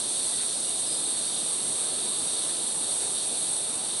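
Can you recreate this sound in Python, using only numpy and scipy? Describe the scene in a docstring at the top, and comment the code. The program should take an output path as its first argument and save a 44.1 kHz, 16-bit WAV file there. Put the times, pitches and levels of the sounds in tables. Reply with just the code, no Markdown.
"""Daytime rain forest, under a tall tree: crowds of three kinds of cicada, each a sum of resonant click trains,
and one nearer cicada ticking so evenly that its overtones stand out.
Two crickets pip (pulsed sines), far birds whistle (gliding, warbling sines), leaves brush (noise bursts).
A river lies underneath (coloured noise); a small microphone pair listens."""
import sys
import numpy as np
from scipy import signal
from scipy.fft import rfft, irfft, next_fast_len
from scipy.io import wavfile
from scipy.ndimage import uniform_filter1d, map_coordinates

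SR = 44100
rng = np.random.default_rng(int(sys.argv[2]) if len(sys.argv) > 2 else 0)


def boost_factor(decibels):
    """Convert a level in decibels to a linear amplitude factor."""
    exponent = np.asarray(decibels, float) / 20
    return 10 ** exponent


def to_wav(s):
    """Save 16-bit WAV."""
    ch = np.atleast_2d(s).T  # columns
    pcm = np.round(np.clip(ch, -1, 1) * 32767)  # PCM
    wavfile.write(sys.argv[1], SR, pcm.astype(np.int16))


N = 176400

# Tymbal and belly resonance of each crowd's kind: f/Hz, relative level/dB
SHRILL_RESONANCE = [(3880, -42), (6600, -19.5), (7450, -15), (8060, -5.5), (8610, 0.5), (10600, -6.5),
                    (11300, -5), (14700, -41), (22000, -120)]
MIDDLE_RESONANCE = [(2880, -26), (4900, -3.5), (5120, -9), (5730, 3.5), (6680, -3), (7200, -4.5),
                    (9360, -28), (15800, -120)]
LOW_RESONANCE = [(1530, -42), (2600, -21.5), (2800, -16.5), (3130, -13), (3680, 1.5), (4050, -3.5),
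                 (4460, -1), (4650, -5.5), (4980, -16), (5300, -15.5), (6890, -43), (11700, -120)]
# Effort of the shrill and low crowds: t/s, shrill level/dB, low level/dB
SHRILL_LOW_EFFORT = [(0.0, -27.5, -41), (0.01, -29, -38), (1.56, -29, -38), (1.57, -29.5, -39),
                     (2.07, -29, -38.5), (2.72, -29, -39), (2.75, -28.5, -42.5), (2.86, -29.5, -37.5),
                     (2.93, -28.5, -39.5), (3.3, -29, -38.5), (3.69, -29, -39), (3.74, -29.5, -40),
                     (3.98, -29.5, -39), (4.0, -26, -37)]
# Soloist resonance: f/Hz, relative level/dB
SOLO_RESONANCE = [(7000, -62), (7400, -12), (7800, -10.5), (8300, -4), (8600, 4), (9400, -12), (9700, -11),
                  (10300, -11), (11000, -60)]
# Crickets: f/Hz, level before swell/dB, pip rate/Hz, centre of one pip t/s, swell peak t/s, swell 1/e half-width/s
CRICKET_CALLS = [(3768, -50, 7.9, 1.9, 2.0, .8), (10896, -45, 7.9, 1.88, 2.3, 1.2)]
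# Bird notes: start t/s, length/s, mid-note f/Hz, glide over the note/Hz, direct level/dB
BIRD_NOTES = [(.25, .04, 2000, -6.5, -63), (.31, .05, 1950, -19.5, -56.5), (.37, .04, 2720, -2, -60),
              (.54, .12, 5000, 63, -54), (.6, .07, 4300, 5, -52), (.65, .04, 2880, 3, -57),
              (.86, .08, 5050, -120, -45), (1.58, .04, 2800, -6, -61), (2.85, .05, 2880, -2, -63)]
# Leaf brushes: centre t/s, 1/e half-width/s, peak level/dB
LEAF_BRUSHES = [(.42, .04, -48.5), (3.03, .04, -50)]
# Leaf noise colour: f/Hz, relative level/dB
LEAF_COLOUR = [(900, -40), (1400, 1), (2500, -3), (3300, -6), (4500, -40)]
# River noise colour: f/Hz, relative level/dB
RIVER_COLOUR = [(12, -55), (20, -28.5), (124, -7), (147, -4.5), (182, -8), (216, -1.5), (256, -3.5),
                (337, -1), (463, -3), (724, -4), (2010, -16), (3200, -12.5), (4160, -33), (7040, -120)]
# Left-right likeness of spread sources: f/Hz, correlation
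LIKENESS = [(60, 0.86), (110, 0.87), (190, 0.88), (350, 0.9), (620, 0.87), (1110, 0.8), (1990, 0.83),
            (3560, 0.88), (6380, 0.91), (11400, 0.92)]
# Microphone colour difference: f/Hz, left minus right level/dB
PORT_TILT = [(60, 0), (110, -0.5), (190, -0.5), (350, 0.0), (620, -1.0), (1110, -0.5), (1990, -0.5),
             (3560, 0.5), (6380, -0.5), (11400, -3)]
# Microphone phase difference: f/Hz, left lead/rad
PORT_LEAD = [(100, 0), (5000, -.05), (11000, -.2)]

MIDDLE_DB, SOLO_DB, RIVER_DB = -45, -39, -42.5
SOLO_CLICK_HZ, SOLO_RATE_DRIFT = 268.9, .0015  # drift: relative
PIP_HALF_WIDTH_S = .018  # to 1/e
WARBLE_AT_5KHZ_HZ, NOTE_EDGE_S = 60, .012
BAND_LIMIT_HZ = 11020


def unit(x):
    """Scale to rms 1."""
    return x / np.sqrt(np.mean(x ** 2) + 1e-20)


def along(points, hz):
    """Interpolate (f/Hz, value) points on a log frequency axis."""
    f, value = np.transpose(points)
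    return np.interp(np.log(hz + 1), np.log(f + 1), value)


def wobble(knots_hz):
    """Smooth random curve through normal knots."""
    knots = rng.standard_normal(int(N * knots_hz / SR) + 4)
    return map_coordinates(knots, [np.arange(N) * knots_hz / SR])


def filtered(x, response):
    """Multiply the spectrum of x by a response of frequency."""
    m = next_fast_len(N + 8192)
    return irfft(rfft(x, m) * response(np.fft.rfftfreq(m, 1 / SR)), m)[..., :N]


def trunks(x, t60_s, wet_db):
    """Direct sound plus a decaying noise tail: scatter among trunks and leaves."""
    t = np.arange(SR // 2) / SR
    tail = rng.standard_normal(len(t)) * boost_factor(-60 * t / t60_s)
    tail /= np.linalg.norm(tail)
    return x + boost_factor(wet_db) * signal.fftconvolve(x, tail)[:len(x)]


def spread(pair, colour):
    """Colour two unrelated signals and mix them as mid and side to the wanted left-right likeness, rms 1."""
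    def response(hz):
        angle = np.arccos(np.clip(along(LIKENESS, hz), -1, 1)) / 2
        return boost_factor(along(colour, hz)) * [np.cos(angle), np.sin(angle)]

    mid, side = filtered(pair, response)
    return unit(np.array([mid + side, mid - side]))


def clicks(rate_hz, drift, jitter_periods, size_db):
    """Tymbal clicks at a wandering rate, uneven in time and size, from 0.5 s before the scene."""
    n = N + SR // 2
    rate = rate_hz * (1 + drift * np.pad(wobble(9), (SR // 2, 0), "reflect"))
    # one click per whole cycle of the integrated rate
    at = np.interp(np.arange(1, int(rate.sum() / SR)), np.cumsum(rate) / SR, np.arange(n))
    luck = rng.standard_normal((len(at), 2))
    at = np.clip(at + jitter_periods * luck[:, 0] * SR / rate_hz, 8, n - 10)
    # windowed sinc places each click between samples
    taps = np.floor(at)[:, None] + np.arange(-7, 9)
    offset = taps - at[:, None]
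    pulse = np.sinc(offset) * np.cos(np.pi * offset / 17) ** 2
    pulse = boost_factor(size_db * luck[:, 1:]) * pulse
    return np.bincount(taps.astype(int).ravel(), pulse.ravel(), n)


def crowd(colour, rate_hz, swell_db, count):
    """Cicadas of one kind, each at its own rate, swelling on its own, deep in scatter."""
    def group():
        total = np.zeros(N)
        for _ in range(count):
            own_rate_hz = rate_hz * np.exp(.15 * rng.standard_normal())
            train = clicks(own_rate_hz, .01, jitter_periods=.08, size_db=3.0)
            total += trunks(train, t60_s=.35, wet_db=9.5)[-N:] * boost_factor(swell_db * wobble(4))
        return unit(total)

    return spread(np.array([group(), group()]), colour)


def soloist():
    """Nearer cicada: near-periodic clicks through its resonance give distinct overtones."""
    train = clicks(SOLO_CLICK_HZ, SOLO_RATE_DRIFT, jitter_periods=.004, size_db=.2)
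    ticking = trunks(train, t60_s=.25, wet_db=2)[-N:]
    voice = unit(filtered(ticking, lambda hz: boost_factor(along(SOLO_RESONANCE, hz))))
    return voice * boost_factor(SOLO_DB + 2.2 * wobble(3))


def cicadas():
    """Shrill and low crowds following their effort curves, a middle crowd at a steady level, plus the soloist."""
    effort_s, shrill_db, low_db = np.transpose(SHRILL_LOW_EFFORT)
    t = np.arange(N) / SR
    shrill_gain = boost_factor(np.interp(t, effort_s, shrill_db))
    low_gain = boost_factor(np.interp(t, effort_s, low_db))
    shrill = shrill_gain * crowd(SHRILL_RESONANCE, 210, swell_db=1.5, count=6)
    middle = boost_factor(MIDDLE_DB) * crowd(MIDDLE_RESONANCE, 170, swell_db=2.5, count=4)
    low = low_gain * crowd(LOW_RESONANCE, 150, swell_db=2.0, count=5)
    return shrill + soloist() + middle + low


def crickets():
    """Gaussian-gated sine pips in a steady beat that swells and fades."""
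    t, out = np.arange(N) / SR, np.zeros(N)
    for hz, db, rate_hz, pip_s, peak_s, swell_s in CRICKET_CALLS:
        beat = ((t - pip_s) * rate_hz + .5) % 1 - .5  # periods from nearest pip
        pips = np.exp(-(beat / rate_hz / PIP_HALF_WIDTH_S) ** 2)
        swell = .35 + np.exp(-((t - peak_s) / swell_s) ** 2)
        phase = 2 * np.pi * np.cumsum(hz + 12 * wobble(30)) / SR
        out += boost_factor(db + 2.5 * wobble(8)) * pips * swell * np.sin(phase)
    return trunks(out, t60_s=.3, wet_db=-3)


def birds():
    """Thin whistles: sines with glide and random warble, blurred by distance."""
    t, out = np.arange(N) / SR, np.zeros(N)
    for start_s, length_s, hz, glide_hz, db in BIRD_NOTES:
        shape = np.clip(np.minimum(t - start_s, start_s + length_s - t) / NOTE_EDGE_S, 0, 1)
        glide = glide_hz * np.clip((t - start_s) / length_s - .5, -1, 1)
        warble = WARBLE_AT_5KHZ_HZ * hz / 5000 * wobble(60)
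        phase = 2 * np.pi * np.cumsum(hz + glide + warble) / SR
        out += boost_factor(db) * np.sqrt(2) * shape * np.sin(phase)
    return trunks(out, t60_s=.3, wet_db=2)


def leaves():
    """Brushed foliage: brief bursts of coloured noise with a fast uneven level."""
    t, shape = np.arange(N) / SR, np.zeros(N)
    for centre_s, width_s, db in LEAF_BRUSHES:
        shape += boost_factor(db) * np.exp(-((t - centre_s) / width_s) ** 2)
    noise = rng.standard_normal((2, N)) * boost_factor(4 * wobble(120))
    return shape * spread(noise, LEAF_COLOUR)


def river():
    """Far water: smooth noise, its level shallowly patchy over time and frequency."""
    bins = signal.stft(rng.standard_normal((2, N)), nperseg=512)[2]
    patches = uniform_filter1d(rng.standard_normal(bins.shape[1:]), size=5, axis=0)
    patches = unit(uniform_filter1d(patches, size=16, axis=1))
    pair = signal.istft(bins * boost_factor(.8 * patches), nperseg=512)[1][:, :N]
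    return boost_factor(RIVER_DB + .4 * wobble(1.5)) * spread(pair, RIVER_COLOUR)


def scene():
    """Sum of all sources, left and right."""
    return cicadas() + crickets() + birds() + leaves() + river()


def roll_off(x):
    """The treble ends steeply here."""
    return signal.sosfilt(signal.butter(12, 12030, fs=SR, output="sos"), x)


def record(dry):
    """Two microphone ports differing a little in colour and timing, band-limited."""
    side = np.array([[.5], [-.5]])  # half the difference to each port

    def ports(hz):
        colour = boost_factor(side * along(PORT_TILT, hz))
        timing = np.exp(1j * side * along(PORT_LEAD, hz))
        return colour * timing * (hz < BAND_LIMIT_HZ)

    return roll_off(filtered(dry, ports))


dry = scene()
out = record(dry)
to_wav(out)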